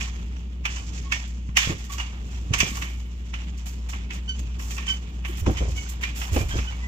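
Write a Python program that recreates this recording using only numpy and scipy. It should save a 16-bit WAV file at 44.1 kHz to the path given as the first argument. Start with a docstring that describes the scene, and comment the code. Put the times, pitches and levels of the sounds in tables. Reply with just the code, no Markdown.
"""A backyard, beside a trampoline on which a child bounces and rolls; an air-conditioning unit hums nearby.
Each landing shakes the ring of steel springs: gritty clicks clatter and knock ringing modes into sound.
Clicks in soft swells make cloth slide over the mat, unsteady partials make hooks squeak on the frame,
and short damped swings with low noise make the bumps and shudder. Steady tones over broad noise make the
unit's hum. Two microphone ports on a hand-held body pick it all up, the left one later."""
import sys
import numpy as np
from scipy import signal
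from scipy.fft import rfft, irfft
from scipy.io import wavfile

SR = 44100
rng = np.random.default_rng(int(sys.argv[2]) if len(sys.argv) > 2 else 0)


def pcm_store(signal):
    """Save signal as 16-bit PCM."""
    levels = np.round(np.clip(np.atleast_2d(signal), -1, 1) * 32767)
    wavfile.write(sys.argv[1], SR, levels.astype(np.int16).T)


N = 302967

# Spring clatter at landings: t/s, peak level/dB of the middle part, dull and sharp parts/dB against the middle
SPRING_CLATTER = [(.0074, -18, -41, -9), (0.363, -40, -3, -7), (.653, -11, -10, -10.5),
                  (0.7668, -30, -3.5, -14), (.9697, -45, -18, -2), (1.1202, -9, -14.5, -8.5),
                  (1.488, -41.5, 3, -22), (1.5685, -0.5, -18, -8), (1.673, -29, -21, -3),
                  (1.981, -26.5, -1, -2), (1.998, -19, -10.5, -11), (2.536, -9, -12, -5.5),
                  (2.5843, -23.5, -19, -7), (2.602, -5.5, -15.5, -4.5), (2.769, -32, 6, 1),
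                  (2.82, -17, -21, -11.5), (3.2884, -64, -8, 2), (3.3375, -20.5, -9, -12.5),
                  (3.932, -23.5, -5.5, -17), (4.105, -20.5, -17, -15), (4.29, -41.5, -20, 9.5),
                  (4.595, -29.5, -2.5, -15), (4.7055, -27, -16, -7), (4.7786, -21.5, -6, -8),
                  (4.8244, -30, -19, -11), (4.866, -30, -12, -1), (4.884, -21, -25, -6),
                  (5.2476, -20, -10.5, -16.5), (5.462, -24, 4.5, -5.5), (5.569, -21.5, -33, -8),
                  (6.0343, -12.5, -21, -14.5), (6.2148, -22.5, -4, -7), (6.362, -24.5, 4, -2.5),
                  (6.407, -31.5, -1, -14), (6.586, -22.5, -3, -9), (6.682, -42, -30, -10),
                  (6.7215, -33.5, -2, -11)]
# Steel clatter grains: f/Hz, relative density level/dB per Hz, levelled again in each part
STEEL_SPECTRUM = [(290, -56), (500, -7), (595, -29), (761, -10), (1020, -2), (1110, -4.5), (1600, -3.5),
                  (2610, 0.5), (4280, -23), (6330, -16), (7530, -24.5), (9220, -32), (10700, -32),
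                  (16000, -27)]
# Ringing modes of springs and frame: f/Hz, relative level/dB, t60/s (springs() limits it to 0.02-0.12 s)
SPRING_MODES = [(1124, 1, 0.032), (1826, -0.5, 0.048), (2030, -15, 0.066), (2227, -5, 0.14),
                (2390, -3.5, 0.13), (2583, -0.5, 0.058), (2665, -18, 0.073), (2865, 2, 0.036),
                (3015, -13.5, 0.067), (3010, -4, 0.086), (3350, -7, 0.025), (3385, -5.5, 0.051),
                (4490, -10, .08), (5270, -27, .08), (5440, -7.5, 0.13), (5750, -5, 0.11), (6430, -3, 0.097),
                (6190, -9, 0.13), (6300, -12, 0.049), (6800, -32, 0.068)]
# Skin and cloth scuffing over the mat: t/s, held/s (also slows start and end), sharp part level/dB,
# lower parts/dB and bright part/dB against the sharp
MAT_SCUFFS = [(0, 0.03, -42.5, -4, -21), (.67, 0.11, -44, -15.5, -25), (.93, 0.056, -49.5, -8, -24),
              (1.14, .15, -64, -16, -31), (1.2744, 0.0025, -58, -24, 1), (1.565, 0.0088, -34, 0, -2),
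              (1.58, 0.071, -42.5, 2, -10), (1.78, 0.014, -50, -6, -10), (1.84, .015, -49, -4.5, -5),
              (1.892, 0.024, -51.5, 0, -4), (1.917, 0.022, -45, -5, -5), (2.2, 0.12, -57, -10, -15),
              (2.3126, 0.003, -73, -21, -8), (2.583, 0.015, -45, -8, 4), (2.6, 0.17, -58, -13, 8),
              (2.749, 0.013, -48, -5, -19), (2.995, .008, -57, 3, -11), (3.252, 0.00086, -58, -21, -16),
              (3.385, .034, -62, 6, -14), (3.571, 0.0055, -50.5, -21, -9), (3.656, 0.031, -46, -1.5, -1.5),
              (3.887, 0.027, -43.5, -3, -7), (4.124, 0.019, -45, -13, -12), (4.39, 0.0061, -50.5, -7, -1.5),
              (4.584, 0.051, -46.5, -8.5, -2), (4.67, 0.071, -46.5, -12, -5.5),
              (4.884, .035, -48.5, -5, -9), (5.25, 0.041, -57.5, -20, 4.5), (5.369, 0.028, -54, -8, 3.5),
              (5.504, 0.014, -56, -7, 2), (5.61, 0.13, -64, 0, -15), (5.739, 0.075, -48, -13, -12),
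              (5.57, 0.026, -54, 4, -11), (5.68, 0.035, -55, -25, -9), (5.888, 0.01, -41, -8, -0.5),
              (6.008, 0.039, -48.5, 1, -7), (6.142, 0.066, -46, -2, 1), (6.312, 0.058, -44.5, -2.5, 1),
              (6.393, 0.023, -53.5, -14, -1), (6.483, 0.036, -42.5, -1, -11), (6.55, 0.047, -50, 1, -9)]
# Cloth rustle grains: f/Hz, relative density level/dB per Hz, levelled again in each part
CLOTH_SPECTRUM = [(290, -28), (500, 0.5), (640, -5), (893, -4.5), (1210, -5.5), (1720, -4.5), (2500, -3.5),
                  (3490, -6.5), (4030, -10.5), (7210, -3), (9220, -26), (15100, -21), (16000, -41)]
# Faint stirring of mat and springs throughout: t/s, level/dB
STIRRING = [(0, -49), (.6, -61.5), (1.0, -54), (1.5, -61), (2.2, -55), (3.2, -58), (4.0, -56.5), (4.5, -56),
            (5.0, -56), (5.7, -51.5), (6.0, -55), (6.4, -54), (6.87, -51.5)]
# Colour of the stirring: level/dB of the dull, middle, sharp and bright parts
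STIRRING_COLOUR = [-2.5, -2, -5.5, -20]
# Low bumps: t/s, level/dB before a common 3.5 dB lift, f/Hz, t60/s
LOW_BUMPS = [(1.49, -12.5, 114, 0.022), (1.673, -5, 125, 0.016), (1.696, -10.5, 147, 0.0325),
             (1.701, -16.5, 310, 0.029), (2.507, -11, 126, 0.035), (2.611, -25, 77, 0.09),
             (2.633, -12.5, 146, 0.03), (2.716, -20, 200, 0.027), (5.419, -17.5, 68, 0.18),
             (5.464, -17.5, 65, 0.31), (5.48, -17.5, 185, 0.016), (5.511, -19, 320, 0.032),
             (5.611, -28, 67, 0.35), (5.661, -32, 63, 0.28), (6.317, -18.5, 84.4, 0.25),
             (6.362, -15.5, 59, 0.21), (6.376, -28, 240, 0.025), (6.409, -31.5, 364, 0.056),
             (6.532, -21, 63.6, 0.28), (6.552, -28, 330, 0.055)]
# Low shudder after heavy landings: t/s, deep level/dB, upper level/dB (the upper then wavers)
LOW_SHUDDER = [(1.665, -34, -36), (1.689, -36, -33), (2.5, -24, -36), (2.624, -31.5, -24), (5.42, -29, -37),
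               (5.467, -26.5, -21), (5.51, -33, -35.5), (5.604, -24, -29.5), (5.65, -42.5, -31),
               (5.72, -39, -44), (6.315, -38, -34), (6.358, -24, -24), (6.405, -29, -29.5),
               (6.534, -28, -26), (6.58, -36.5, -38)]
# Hooks squeaking on the frame, and at 5.6 s a short 720 Hz tone as a bump lands: t/s, length/s, f/Hz, levels/dB
# of partials 1 to 4 before lift and flutter
HOOK_SQUEAKS = [(.07, 0.032, 1100, -49.5, -76, -75, -71), (1.04, 0.17, 1097, -49, -60, -63, -75),
                (1.895, 0.12, 1135, -47.5, -74, -63, -75), (4.277, 0.11, 1512, -54, -40, -56, -56),
                (4.765, 0.06, 1327, -68, -42.5, -70, -70), (4.875, 0.15, 1525, -49, -34.5, -58, -60),
                (5.285, 0.056, 350, -44, -70, -76, -70), (5.56, 0.079, 1536, -68, -38, -70, -73),
                (5.6, .09, 720, -49, -70, -70, -70), (5.755, 0.15, 741, -59, -59, -45.5, -45.5),
                (5.86, 0.032, 750, -63, -50, -57, -63), (6.505, 0.1, 1603, -39, -41, -62, -62),
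                (6.67, 0.069, 1500, -50.5, -42.5, -68, -70), (6.82, 0.15, 990, -61, -48, -70, -75)]
# Fan and far air: f/Hz, relative density level/dB per Hz
AIR_SPECTRUM = [(12, -82), (20, -49), (41, -20), (65, -9), (77, -17), (93, -16.5), (172, -21.5),
                (241, -23.5), (293, -28.5), (388, -31), (422, -32.5), (1480, -68), (2820, -43),
                (9670, -81.5), (16000, -63)]
# Compressor tones: f/Hz, mean rms level/dB
COMPRESSOR_TONES = [(60, -31.5), (180, -50.5), (216, -53.5), (309, -63.5)]
# Colour of the microphone ports: f/Hz, level/dB of the left against the right
LEFT_AGAINST_RIGHT = [(60, 0.5), (99, -7), (160, 1.5), (270, -1), (450, 0), (740, 0.5), (1220, -1.5),
                      (2010, -4), (3330, -9), (5500, -7), (9080, -2.5), (15000, -3.5)]
# What the ports hear alike: f/Hz, amplitude share of the shared sound in the left port [0 to 1]
PORT_LIKENESS = [(60, 1), (130, 1), (290, 0.99), (640, 0.31), (1500, 0.71), (4000, 0.17), (12000, 0.24)]
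# Delay of the left port: f/Hz, phase lag/rad
LEFT_LAG = [(60, 0.065), (300, 0.48), (1000, 1.65), (2600, 4.54), (7000, 4)]

# Crack and rattle of a landing; bright part in dB against the sharp, rattle in dB against the crack
CLATTER_BRIGHT_DB, CRACK_T60_S, RATTLE_DB, RATTLE_T60_S = -16, 0.04, -14.5, 0.32
# Crack peak over its rms; the nearest coils stir just before it
CREST_DB, LEAD_S, LEAD_DB = 8.5, 0.005, -13.5
# Loose jingle after each clatter; colour is dull, middle, sharp, bright, on top of the clatter's own
JINGLE_DB, JINGLE_T60_S, JINGLE_COLOUR_DB = -25.5, 0.43, [0, -2, 2, -0.5]
# Shortest attack and t60; dull part in dB against the middle
SCUFF_ATTACK_S, SCUFF_T60_S, SCUFF_DULL_DB = 0.0018, 0.079, -7
# s of attack per s held beyond a brief scuff; s of t60 per s held; what counts as brief
SLOW_START, SLOW_END, BRIEF_S = 0.45, 3.96, 0.038
SHUDDER_ATTACK_S, DEEP_T60_S, UPPER_T60_S = 0.003, 0.5, 0.16
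AIR_DB, CUTOFF_HZ = -42, 16250


def trampoline():
    """Steel grit under the blows, cloth grains under the sliding; both shake the springs."""
    blows, jingle = clatter()
    sliding = rustle(jingle)
    steel_grit = grains(per_s=9000, spread_db=2.5, spectrum=STEEL_SPECTRUM)
    cloth_grains = grains(per_s=8000, spread_db=-1.0, spectrum=CLOTH_SPECTRUM)
    steel = sum(part * loudness for part, loudness in zip(steel_grit, blows))
    cloth = sum(part * loudness for part, loudness in zip(cloth_grains, sliding))
    ringing = springs(blows + 0.91 * sliding, per_s=820, wander_db=4.0)
    return steel + cloth + amp(-16.5) * ringing


def clatter():
    """Loudness of the four parts: a crack of coils with a dying rattle, and the jingle that outlasts them."""
    before_s = 0.03  # each blow is drawn from a little ahead of its crack
    t = np.arange(SR) / SR - before_s
    after = np.maximum(t, 0)
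    rise = (1 - np.exp(-after / 0.0011)) ** 2
    crack = amp(-60 * after / CRACK_T60_S)
    rattle = amp(RATTLE_DB - 60 * after / RATTLE_T60_S)
    lead = amp(LEAD_DB) * np.exp(-np.abs(t) / LEAD_S)
    blow = amp(-CREST_DB) * (rise * (crack + rattle) + lead)
    loose = rise * amp(JINGLE_DB + np.c_[JINGLE_COLOUR_DB] - 60 * after / JINGLE_T60_S)

    blows, jingle = np.zeros((4, N + SR)), np.zeros((4, N + SR))
    for s, peak_db, dull_db, sharp_db in SPRING_CLATTER:
        i = round(s * SR)
        parts = amp(peak_db + np.c_[[dull_db, 0, sharp_db, sharp_db + CLATTER_BRIGHT_DB]])
        blows[:, i:i + SR] += parts * blow
        jingle[:, i:i + SR] += parts * loose
    early = round(before_s * SR)
    return blows[:, early:early + N], jingle[:, early:early + N]


def springs(shaking, per_s, wander_db):
    """Scattered knocks set each mode ringing by itself, more or less strongly from moment to moment."""
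    out = np.zeros((2, N))
    for hz, level_db, t60 in SPRING_MODES:
        knocks = rng.standard_normal((2, N)) * (rng.random((2, N)) < per_s / SR)
        drive = shaking[1] if hz < 4000 else shaking[2]  # middle or sharp part
        mode = ring(drive * knocks, hz, np.clip(t60, 0.02, 0.12))
        out += amp(level_db + wander_db * drift(4)) * mode
    return out


def rustle(jingle):
    """Loudness of the four parts of jingle, scuffs and stirring, which come in clumps."""
    out = jingle + amp(in_time(STIRRING)[0] + np.c_[STIRRING_COLOUR])
    for s, held, sharp_db, lower_db, bright_db in MAT_SCUFFS:
        colour_db = np.c_[[lower_db + SCUFF_DULL_DB, lower_db, 0, bright_db]]
        attack = SCUFF_ATTACK_S + SLOW_START * max(held - BRIEF_S, 0)
        out += amp(sharp_db + colour_db) * swell(s, attack, held, SCUFF_T60_S + SLOW_END * held)
    common_db = 1.5 * drift(23.6)
    separate_db = 1.6 * np.array([drift(22) for part in out])
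    return out * amp(common_db + separate_db)


def grains(per_s, spread_db, spectrum):
    """Two unrelated streams of uneven clicks, coloured; split into dull, middle, sharp and bright parts."""
    uneven = amp(spread_db * np.minimum(rng.exponential(1, (2, N)), 4))
    sizes = uneven * rng.standard_normal((2, N))
    clicks = sizes * (rng.random((2, N)) < per_s / SR)
    tone = irfft(rfft(clicks) * amp(at_hz(spectrum)), N)
    parts_hz = [(600, 1500), (1500, 4100), (4100, 9000), (9000, 17000)]
    # filtered twice for steeper edges
    return [rms_one(band(band(tone, *edges), *edges)) for edges in parts_hz]


def bumps():
    """Each bump is a short inward push that swings back and dies away, alike in both rows."""
    out, t = np.zeros(N), np.arange(SR // 2) / SR
    onset = 1 - np.exp(-t / 0.0035)
    for s, level_db, hz, t60 in LOW_BUMPS:
        i = round(s * SR)
        push = -np.sin(2 * np.pi * hz * t) * onset * amp(-60 * t / t60)
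        out[i:i + len(t)] += amp(level_db + 3.5) * push[:N - i]
    return np.array([out, out])


def shudder():
    """Lumpy low noise while mat and frame settle; the deep part lasts longer."""
    deep = rms_one(band(rng.standard_normal((2, N)), 35, 103.4))
    upper = rms_one(band(rng.standard_normal((2, N)), 150, 480))
    deep_gain = sum(amp(db) * swell(s, SHUDDER_ATTACK_S, 0, DEEP_T60_S) for s, db, _ in LOW_SHUDDER)
    upper_gain = sum(amp(db) * swell(s, SHUDDER_ATTACK_S, 0, UPPER_T60_S) for s, _, db in LOW_SHUDDER)
    return deep_gain * deep + upper_gain * amp(6.0 * drift(25)) * upper


def squeaks():
    """Stick-slip tones: a few partials, slightly unsteady, with a quick start and a fading end."""
    out, waver, flutter = np.zeros(N), drift(27), drift(29)
    for s, length, hz, *partial_db in HOOK_SQUEAKS:
        i = round(s * SR)
        span = slice(i, min(N, i + round(length * SR)))
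        u = np.arange(span.stop - i) / (length * SR)  # 0 to 1 through the squeak
        phase = 2 * np.pi * np.cumsum(hz * (1 + 0.0079 * waver[span])) / SR
        tone = sum(amp(db) * np.sin((k + 1) * phase) for k, db in enumerate(partial_db))
        shape = np.sin(np.pi * u ** 0.42) ** 2.8
        out[span] += tone * amp(6.0 + 5.3 * flutter[span]) * shape
    return np.array([out, np.roll(out, 37)])  # second row 37 samples later


def yard():
    """Mains-driven tones that waver a little, over the fan's broad noise."""
    t = np.arange(N) / SR
    tones = np.zeros(N)
    for hz, db in COMPRESSOR_TONES:
        height = np.sqrt(2) * amp(db + 1.04 * drift(2.8))
        tones += height * np.sin(2 * np.pi * hz * t + 0.39 * drift(3.6))
    air = rms_one(irfft(rfft(rng.standard_normal((2, N))) * amp(at_hz(AIR_SPECTRUM)), N))
    return amp(AIR_DB + 2.0 * drift(5.6)) * air + [tones, tones]


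def amp(db):
    """Decibels to gain."""
    return 10 ** (np.asarray(db) / 20)


def rms_one(x):
    """Scale to unit rms."""
    return x / np.sqrt(np.mean(x ** 2) + 1e-20)


def in_time(rows):
    """Columns of a (t/s, values) table, one value per sample."""
    s, *columns = np.transpose(rows)
    return [np.interp(np.arange(N) / SR, s, c) for c in columns]


def at_hz(points):
    """A (f/Hz, value) table read at every frequency bin, straight along log frequency."""
    hz = np.maximum(np.fft.rfftfreq(N, 1 / SR), 1)
    table_hz, values = np.array(points).T
    return np.interp(np.log(hz), np.log(table_hz), values)


def drift(rate):
    """Slow random wander of spread about 1, from noise smoothed by a double pole near rate/Hz."""
    step = 40  # samples between drawn points
    r = np.exp(-2 * np.pi * rate * step / SR)
    noise = rng.standard_normal(N // step + 2002)
    slow = signal.lfilter([1], [1, -2 * r, r * r], noise)[2000:]  # the filter's start is dropped
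    return np.interp(np.arange(N) / step, np.arange(len(slow)), rms_one(slow))


def band(x, low_hz, high_hz):
    """Band-pass."""
    return signal.sosfilt(signal.butter(2, [low_hz, high_hz], "band", fs=SR, output="sos"), x)


def ring(clicks, hz, t60):
    """A two-pole resonator: a unit click sets a dying sine of height about 1 ringing."""
    r, w = amp(-60 / (t60 * SR)), 2 * np.pi * hz / SR
    return signal.lfilter([0, np.sin(w)], [1, -2 * r * np.cos(w), r * r], clicks + 1e-18)


def swell(s, attack, held, t60):
    """An envelope over all time: rises from s, holds, then dies away."""
    t = np.maximum(np.arange(N) / SR - s, 0)
    return (1 - np.exp(-t / attack)) ** 2 * amp(-60 * np.maximum(t - held, 0) / t60)


def scene():
    """Source row 0 reaches both ports, the left one later; row 1 is what only the left port catches."""
    shared, own = rfft(trampoline() + squeaks() + bumps() + shudder() + yard())
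    alike = np.clip(at_hz(PORT_LIKENESS), 0, 1)
    late = np.exp(-1j * at_hz(LEFT_LAG))
    left = alike * late * shared + np.sqrt(1 - alike ** 2) * own
    return irfft(np.array([left, shared]), N)


def record(dry):
    """The two ports differ in colour; peaks are clipped and the top is cut."""
    tilt = amp(at_hz(LEFT_AGAINST_RIGHT) / 2)  # half the difference on each port
    ports = irfft(rfft(dry) * [tilt, 1 / tilt], N)
    top_cut = signal.cheby2(24, 90, CUTOFF_HZ, fs=SR, output="sos")
    return signal.sosfilt(top_cut, np.clip(ports, -0.9, 0.9))


dry = scene()
out = record(dry)
pcm_store(out)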